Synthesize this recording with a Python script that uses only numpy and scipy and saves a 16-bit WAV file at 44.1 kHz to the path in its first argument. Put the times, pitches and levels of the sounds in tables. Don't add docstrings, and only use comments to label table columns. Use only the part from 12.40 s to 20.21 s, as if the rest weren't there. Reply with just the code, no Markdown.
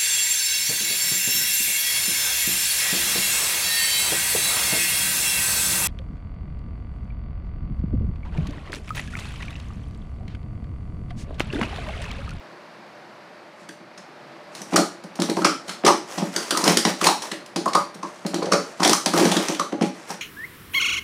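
import sys
import numpy as np
from scipy import signal
from scipy.fft import rfft, irfft
from scipy.io import wavfile
from scipy.ndimage import uniform_filter1d

SR = 44100
rng = np.random.default_rng(int(sys.argv[2]) if len(sys.argv) > 2 else 0)


def waveform_to_disk(signal):
    frames = np.transpose(np.atleast_2d(signal))
    scaled = np.clip(frames, -1, 1) * 32767
    samples = np.round(scaled).astype(np.int16)
    wavfile.write(sys.argv[1], SR, samples)


N = 344421
PLACES = 6

# frequency in Hz, gain in dB.
WALL_SPECTRUM = [(100, -3.5), (250, 7), (900, 5), (1800, 1.5), (2700, -1), (4100, 0), (5700, -3),
                 (7500, -3), (9500, -2), (11500, -12.5), (15500, -21.5)]
# frequency in Hz, gain in dB.
WALL_MODES = [(1950, -9), (2290, -14.5), (2450, -7), (3120, -6), (4050, -9), (4450, 0), (4890, -11),
              (5370, 4.5), (5830, 2), (6510, -8), (9600, -49)]


def rim_clicks(gain_db=14):
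    # start in seconds, relative level in dB, wall resonance in Hz, treble gain in dB,
    # decay in seconds.
    clicks = [(1.289, -33.5, 3140, 7, 0.0021), (1.5754, -33.5, 6000, -16, .005),
              (2.1497, -29, 4300, 4, 0.0028), (2.2159, -28, 5600, 11, .003),
              (2.3318, -21, 2600, -16, 0.0097), (2.3594, -8, 6600, 15, 0.013),
              (2.3653, -10.5, 4330, -14, 0.0053), (2.637, -37, 5100, 3, .003),
              (2.7547, -31.5, 5200, 5, 0.003), (2.7995, -20.5, 5200, -1, 0.0029),
              (2.8191, -14.5, 3900, 5, 0.0024), (2.896, -19, 4300, 4, 0.0045),
              (2.9681, -25.5, 4900, -4, 0.002), (3.018, -27, 5600, -3, 0.0025),
              (3.0456, -6, 5300, -15, 0.012), (3.052, -14, 5700, 0, 0.0037), (3.2804, -27, 3500, 2, 0.0023),
              (3.2921, -20, 4000, -3.5, 0.0045), (3.4487, -11, 5000, -3, 0.0099),
              (3.4635, -5, 5860, -7, 0.021), (3.4784, -12, 5200, 2, 0.003),
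              (3.7778, -19.5, 5160, -16, 0.015), (3.9619, -12, 4740, 1.5, 0.0035),
              (4.0262, -27, 2800, 8, .003), (4.1072, -10.5, 3360, 6.5, 0.0066),
              (4.1726, -12.5, 5230, 21, 0.0028), (4.2395, -12, 5200, 11, 0.0064),
              (4.2785, -5.5, 4280, -3, 0.0016), (4.371, -5, 4860, 6, 0.0048),
              (4.4507, -9, 4340, -20, 0.0055), (4.6124, -18, 3000, 9, 0.0036),
              (4.6409, -10, 2500, 6, 0.0073), (4.6671, -6, 4200, 5, 0.011), (4.8194, -21, 5200, 3, 0.011),
              (4.9144, -19.5, 2870, -2, 0.0047), (5.0599, -37, 2500, 23, 0.0025),
              (5.1599, -15.5, 4900, -4, 0.006), (5.2564, -27.5, 6570, 14, 0.0032),
              (5.2784, -25, 5200, 0, 0.009), (5.3323, -17.5, 4500, -13, 0.0042),
              (5.3491, -14, 4470, 4, 0.0069), (5.5433, -36, 4200, 16, 0.0056),
              (5.6282, -29, 5600, -9, .003), (5.8636, -21.5, 4500, 3, 0.0026),
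              (5.9432, -17.5, 4600, -2, 0.00086), (6.0239, -24, 4470, -18, 0.0076),
              (6.0554, -25.5, 5800, -18, 0.0039), (6.119, -10, 5300, -2, 0.021),
              (6.1331, -14.5, 5500, -17, 0.0031), (6.4, -22, 5430, -6, .005),
              (6.4308, -8, 5240, -8, 0.0097), (6.4471, -6, 3480, -5, 0.0091),
              (6.4762, -10, 5000, 10, 0.0037), (6.495, -8.5, 5200, 3, 0.0028),
              (6.5313, -7.5, 5840, 11, 0.0044), (6.6599, -9, 4400, 1.5, 0.0045),
              (6.7348, -19, 5500, 7, 0.0069), (6.775, -13.5, 4800, -1, 0.0049),
              (6.7956, -14.5, 4900, -3, 0.0079), (6.852, -12.5, 5400, -18, 0.0045),
              (6.9157, -12, 3300, 3, 0.013), (6.9664, -12, 3880, -30, 0.0072),
              (7.0112, -28, 6400, -22.5, 0.0013), (7.0842, -14.5, 5840, -6, 0.0018),
              (7.146, -22, 3040, -6, 0.0033), (7.1953, -17, 5300, 0, 0.004),
              (7.323, -32.5, 3290, -33, 0.0025), (7.4107, -27, 5500, -28, 0.0031),
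              (7.4205, -19, 2250, -32, 0.0068), (7.7026, -26, 5100, -1, 0.0028)]
    out = np.zeros((PLACES, N))
    for k, (start_s, db, ring_hz, treble_db, decay_s) in enumerate(clicks):
        for direction in range(2):
            crack = rim_crack(db, ring_hz, treble_db, decay_s)
            add(out[(k + direction) % PLACES], start_s, from_db(db + gain_db) * crack)
    return out


def rim_crack(db, ring_hz, treble_db, decay_s, ring_db=4, modes_db=1, scatter_db=5):
    softness = np.clip(-db / 20 - .5, 0, 1)
    crack = burst(max(decay_s, .001), rise_s=.00006 + .004 * softness)
    stiffness = rng.uniform(.93, 1.07)
    modes = 0
    for mode_hz, mode_db in WALL_MODES:
        gain = from_db(mode_db + rng.normal(0, scatter_db))
        modes += gain * resonance(crack, mode_hz * stiffness, width_hz=170)
    ring = resonance(crack, ring_hz, width_hz=800)
    crack = crack + from_db(modes_db) * modes + from_db(ring_db) * ring
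    treble = signal.lfilter(*signal.butter(1, 7000, "high", fs=SR), crack)
    crack = crack + (from_db(treble_db) - 1) * treble
    crack = crack + .45 * delayed(crack, delay_s=rng.uniform(.0002, .0011))
    return unit_energy(coloured(crack, WALL_SPECTRUM))


def air_pops(skirt_hz=480, gain_db=19):
    # start in seconds, relative level in dB, cavity pitch in Hz, resonance width in Hz.
    pops = [(1.29, -35.5, 1630, 440), (2.359, -9.5, 1255, 370), (2.377, -13, 686, 220),
            (2.819, -25, 1110, 300), (2.971, -20, 900, 260), (3.018, -21.5, 1270, 210),
            (3.048, -6.5, 1240, 280), (3.293, -28, 1340, 270), (3.464, -8, 1170, 120),
            (3.476, -8.5, 824, 360), (3.485, -6.5, 1010, 260), (3.778, -21.5, 840, 210),
            (3.964, -23, 1450, 180), (4.108, -18.5, 1350, 240), (4.147, -17, 1210, 140),
            (4.175, -19.5, 970, 100), (4.238, -21, 1250, 300), (4.279, -17, 875, 250),
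            (4.45, -21.5, 836, 250), (4.612, -18, 1240, 250), (4.667, -8, 975, 220),
            (4.687, -10.5, 820, 150), (4.836, -26.5, 980, 100), (4.916, -26, 1830, 300),
            (5.258, -14, 1090, 74), (5.276, -17.5, 1080, 120), (5.349, -8, 1221, 20),
            (5.352, -6.5, 1080, 130), (5.628, -21, 996, 110), (5.652, -27, 1025, 110),
            (6.023, -23.5, 1040, 330), (6.121, -9.5, 1230, 220), (6.135, -20, 1230, 260),
            (6.403, -17.5, 1050, 200), (6.42, -16.5, 855, 250), (6.456, -13, 730, 250),
            (6.532, -12.5, 1120, 320), (6.659, -17, 824, 140), (6.737, -14, 1160, 300),
            (6.918, -17, 820, 250), (7.196, -13, 1170, 120), (7.7, -25, 805, 200)]
    out = np.zeros((PLACES, N))
    for k, (start_s, db, cavity_hz, width_hz) in enumerate(pops):
        puff = burst(decay_s=.00342, rise_s=.00054)
        cavity = resonance(puff, cavity_hz, width_hz)
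        pop = unit_energy(resonance(cavity, cavity_hz, skirt_hz))
        add(out[k % PLACES], start_s, from_db(db + gain_db) * pop)
    return out


def table_thumps(cushion_hz=3000, focus_db=7, flex_db=-12, swing_up_s=.004835, gain_db=21):
    # time in seconds, relative level in dB, pitch of the blow in Hz.
    landings = [(1.22, -39, 190), (1.29, -35.5, 315), (1.41, -39, 180), (1.58, -40, 200), (2.211, -28, 173),
                (2.327, -14.5, 308), (2.341, -9.5, 307), (2.384, -10, 322), (2.644, -29, 177),
                (2.794, -12.5, 238), (2.818, -18.5, 284), (2.892, -13, 308), (2.972, -12.5, 347),
                (3.016, -16, 346), (3.048, -12.5, 307), (3.284, -29.5, 190), (3.441, -9.5, 375),
                (3.464, -9, 375), (3.483, -7.5, 360), (3.779, -19, 189), (3.825, -13, 211),
                (3.961, -21.5, 388), (4.121, -19.5, 294), (4.174, -21.5, 336), (4.236, -14, 316),
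                (4.263, -14, 426), (4.305, -18, 330), (4.281, -9, 215), (4.37, -20, 355), (4.455, -11, 224),
                (4.623, -15, 350), (4.66, -16, 340), (4.923, -24.5, 340), (5.164, -14.5, 330),
                (5.262, -17, 650), (5.353, -13.5, 636), (5.555, -29.5, 181), (5.634, -26, 334),
                (5.853, -16, 221), (5.939, -14.5, 302), (5.985, -20.5, 260), (6.022, -17, 444),
                (6.069, -17.5, 494), (6.119, -12.5, 466), (6.135, -8.5, 487), (6.401, -15, 243),
                (6.459, -12.5, 330), (6.494, -12, 348), (6.668, -15, 247), (6.739, -11, 328),
                (6.769, -13.5, 630), (6.792, -9.5, 317), (6.824, -9.5, 350), (6.854, -8, 211),
                (6.916, -19, 407), (6.965, -11.5, 292), (7.095, -15.5, 315), (7.197, -21, 518),
                (7.327, -15.5, 305), (7.415, -8, 238), (7.704, -26, 187)]
    # frequency in Hz, width in Hz, gain in dB.
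    top_modes = [(182.7, 38.7, 5.5), (201, 36, -3.5), (251, 35, -24), (319.5, 37.4, 2), (365, 45, -1.5),
                 (440, 22.5, -0.5), (531, 87, -7), (575.4, 14.7, 2.5), (646, 167, -9.5), (826, 8.6, 3.5),
                 (930, 30, -9.5)]
    out = np.zeros((PLACES, N))
    cushion = signal.butter(2, cushion_hz, fs=SR)
    for k, (time_s, db, blow_hz) in enumerate(landings):
        push = signal.lfilter(*cushion, burst(decay_s=.0035, rise_s=.0016, size=8192))
        push = push + from_db(focus_db) * resonance(push, blow_hz, width_hz=100)
        modes = sum((-1) ** m * from_db(mode_db) * resonance(push, hz, width_hz)
                    for m, (hz, width_hz, mode_db) in enumerate(top_modes))
        flex = resonance(push, hz=75, width_hz=110)
        thump = unit_energy(modes + from_db(flex_db) * flex)
        add(out[k % PLACES], time_s - swing_up_s, from_db(db + gain_db) * thump)
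    return out


def sliding(rub_db=-2, skim_db=-13, rattle_db=-1, skim_growth=.83, rattle_growth=1.23):
    # frequency in Hz, gain in dB.
    rub_spectrum = [(150, -13), (400, 13), (1200, 18.5), (2500, 13), (4000, 6), (5700, 8.5), (7800, -0.5),
                    (9500, -1), (11500, -5), (15500, -32)]
    rattle_spectrum = [(120, -34), (300, 24.5), (700, 21.5), (1300, 16), (2500, -12), (4300, -40),
                       (6000, -53), (9000, 7.5), (15500, -3)]
    level_db = strokes_db()
    hardest_db = level_db.max()
    glancing_db = hardest_db + skim_growth * (level_db - hardest_db)
    pressed_db = hardest_db + rattle_growth * (level_db - hardest_db)
    rub = slips(rub_spectrum, per_s=7000, uneven_db=2.5)
    skim = unit_rms(resonance(rub, hz=7800, width_hz=2500))
    rattle = slips(rattle_spectrum, per_s=800, uneven_db=1.5)
    return (from_db(level_db + rub_db) * rub
            + from_db(glancing_db + skim_db) * skim
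            + from_db(pressed_db + rattle_db) * rattle)


def strokes_db(swell_db_per_s=343, sag_db_per_s=24.5, fade_db_per_s=248):
    # time of full speed in seconds, hold in seconds, relative level in dB.
    strokes = [(1.2, .03, -59), (2.165, 0.038, -45.5), (2.32, .02, -41.5), (2.98, .05, -39.5),
               (3.3, 0.011, -40.5), (3.71, 0.18, -38), (3.948, 0.15, -36), (4.17, 0.074, -34),
               (4.27, .05, -23.5), (4.48, 0.019, -29), (4.656, 0.013, -22.5), (4.83, 0.052, -38.5),
               (5.66, 0.27, -51), (5.95, .1, -54), (6.12, 0.2, -44.5), (6.45, .07, -26),
               (6.77, 0.36, -26.5), (7.11, 0.022, -46), (7.45, 0.012, -42), (7.55, 0.18, -49),
               (7.708, 0.0067, -35.5)]
    full_speed_s, hold_s, db = np.transpose(strokes)
    grid_s = np.arange(0, N, 32) / SR
    age_s = grid_s[:, None] - full_speed_s
    swell_db = swell_db_per_s * np.maximum(-age_s, 0)
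    sag_db = sag_db_per_s * np.maximum(age_s, 0)
    fade_db = fade_db_per_s * np.maximum(age_s - hold_s, 0)
    loudest_db = (db - swell_db - sag_db - fade_db).max(axis=1)
    return np.interp(np.arange(N) / SR, grid_s, loudest_db)


def slips(spectrum, per_s, uneven_db):
    sizes = rng.standard_normal(N) * from_db(uneven_db * np.minimum(rng.exponential(1, N), 4))
    slipping = rng.random(N) < per_s / SR
    return unit_rms(coloured(slipping * sizes, spectrum))


def wall_ticks(per_s=70, uneven_db=3, modes_db=2, lowpass_hz=9000, gain_db=19):
    ticks = []
    for _ in range(PLACES):
        stiffness = rng.uniform(.85, 1.15)
        tap = coloured(burst(decay_s=.0011, rise_s=.0001), WALL_SPECTRUM)
        tap = signal.lfilter(*signal.butter(2, lowpass_hz, fs=SR), tap)
        modes = sum(from_db(db + modes_db) * resonance(tap, hz * stiffness, width_hz=260)
                    for hz, db in WALL_MODES)
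        ticks.append(unit_energy(tap + modes))
    out = np.zeros((PLACES, N))
    tick_db = gain_db + strokes_db() + uneven_db * rng.standard_normal(N)
    for i in np.flatnonzero(rng.random(N) < per_s / SR):
        add(out[i % PLACES], i / SR, from_db(tick_db[i]) * ticks[i % PLACES])
    return out


def in_room(tracks, tails, wet_db, echo_s=.0175, echo_lowpass_hz=1800, echo_db=-6):
    direct = tracks.sum(axis=0)
    echo = signal.lfilter(*signal.butter(1, echo_lowpass_hz, fs=SR), delayed(direct, echo_s))
    diffuse = sum(signal.oaconvolve(track, tail)[:N] for track, tail in zip(tracks, tails))
    return direct + from_db(echo_db) * echo + from_db(wet_db) * diffuse


def room_tail(build_s=.00067, size=32768, bands=9):
    # frequency in Hz, reverberation time in seconds.
    t60 = [(150, .31), (400, .31), (1250, .29), (2800, .34), (6000, .34), (14000, .27)]
    t = np.arange(size) / SR
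    bins_hz = np.fft.rfftfreq(size, 1 / SR)
    centres_hz = np.geomspace(100, 15000, bands)
    white = rfft(rng.standard_normal(size))
    tail = 0
    for hz, share in zip(centres_hz, np.eye(bands)):
        band = irfft(white * at_hz(np.c_[centres_hz, share], bins_hz))
        tail += band * from_db(-60 * t / at_hz(t60, hz))
    onset = 1 - np.exp(-(t / build_s) ** 2)
    spectrum = rfft(tail * onset)
    even = irfft(spectrum / np.sqrt(uniform_filter1d(abs(spectrum) ** 2, size=41)))
    return unit_energy(even * onset * (t < t[-1] - .1))


def room_hiss():
    # frequency in Hz, relative density in dB.
    air_spectrum = [(30, -24), (80, -5), (135, 3.5), (170, -1.5), (210, -0.5), (270, -6), (340, -1),
                    (420, -5), (590, -1.5), (700, -2), (2100, -10), (3300, -19.5), (4600, -18.5),
                    (7000, -32), (11000, -38), (15500, -50)]
    # time in seconds, level in dB.
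    levels = [(0, -43.5), (1.0, -44.5), (1.4, -46.5), (1.9, -43), (2.6, -44)]
    # frequency in Hz, width in Hz, gain over the hiss in dB.
    hum_tones = [(342.3, 6.8, 3), (595, 10.4, 5.5)]
    white = rng.standard_normal(N)
    hum = sum(from_db(db) * resonance(white, hz, width_hz) for hz, width_hz, db in hum_tones)
    level_db = np.interp(np.arange(N) / SR, *np.transpose(levels))
    return from_db(level_db) * unit_rms(coloured(white + hum, air_spectrum, size=8192))


def burst(decay_s, rise_s, size=4096):
    t = np.arange(size) / SR
    envelope = (1 - np.exp(-t / rise_s)) * np.exp(-t / decay_s)
    patter = rng.standard_normal(size) * envelope
    for _ in range(3):
        whitened = irfft(np.exp(1j * np.angle(rfft(patter))))
        patter = whitened * np.minimum(1, 2 * envelope / envelope.max())
    return unit_energy(patter)


def resonance(x, hz, width_hz):
    radius = np.exp(-np.pi * width_hz / SR)
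    feedforward = np.array([1, 0, -1]) * (1 - radius ** 2) / 2
    feedback = [1, -2 * radius * np.cos(2 * np.pi * hz / SR), radius ** 2]
    return signal.lfilter(feedforward, feedback, x)


def coloured(x, spectrum, size=2048):
    gain = from_db(at_hz(spectrum, np.fft.rfftfreq(size, 1 / SR)))
    cepstrum = irfft(np.log(gain))
    cepstrum[1:size // 2] *= 2
    cepstrum[size // 2 + 1:] = 0
    impulse = irfft(np.exp(rfft(cepstrum)))
    return signal.fftconvolve(x, impulse)[:len(x)]


def at_hz(points, hz):
    points_hz, values = np.transpose(points)
    return np.interp(np.log(np.maximum(hz, 1)), np.log(points_hz), values)


def from_db(db):
    return 10 ** (np.asarray(db) / 20)


def unit_energy(x):
    return x / np.sqrt(np.sum(x ** 2) + 1e-20)


def unit_rms(x):
    return unit_energy(x) * np.sqrt(len(x))


def delayed(x, delay_s):
    return np.r_[np.zeros(int(delay_s * SR)), x][:len(x)]


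def add(track, start_s, sound):
    i = max(0, int(start_s * SR))
    track[i:i + len(sound)] += sound[:max(0, N - i)]


def scene():
    tails = [room_tail() for _ in range(PLACES)]
    contacts = in_room(rim_clicks() + wall_ticks() + air_pops() + table_thumps(), tails, wet_db=-.5)
    friction = in_room(sliding()[None], tails, wet_db=-9)
    return (contacts + friction + room_hiss())[None]


def record(dry, low_cut_hz=160, leak_db=-21, ceiling=.93, high_cut_hz=15500):
    low_cut = signal.butter(4, low_cut_hz, "high", fs=SR, output="sos")
    high_cut = signal.ellip(10, .2, 80, high_cut_hz, fs=SR, output="sos")
    thin = signal.sosfilt(low_cut, dry) + from_db(leak_db) * dry
    rounded = thin / (1 + (thin / ceiling) ** 6) ** (1 / 6)
    return signal.sosfilt(high_cut, rounded)


dry = scene()
out = record(dry)
waveform_to_disk(out)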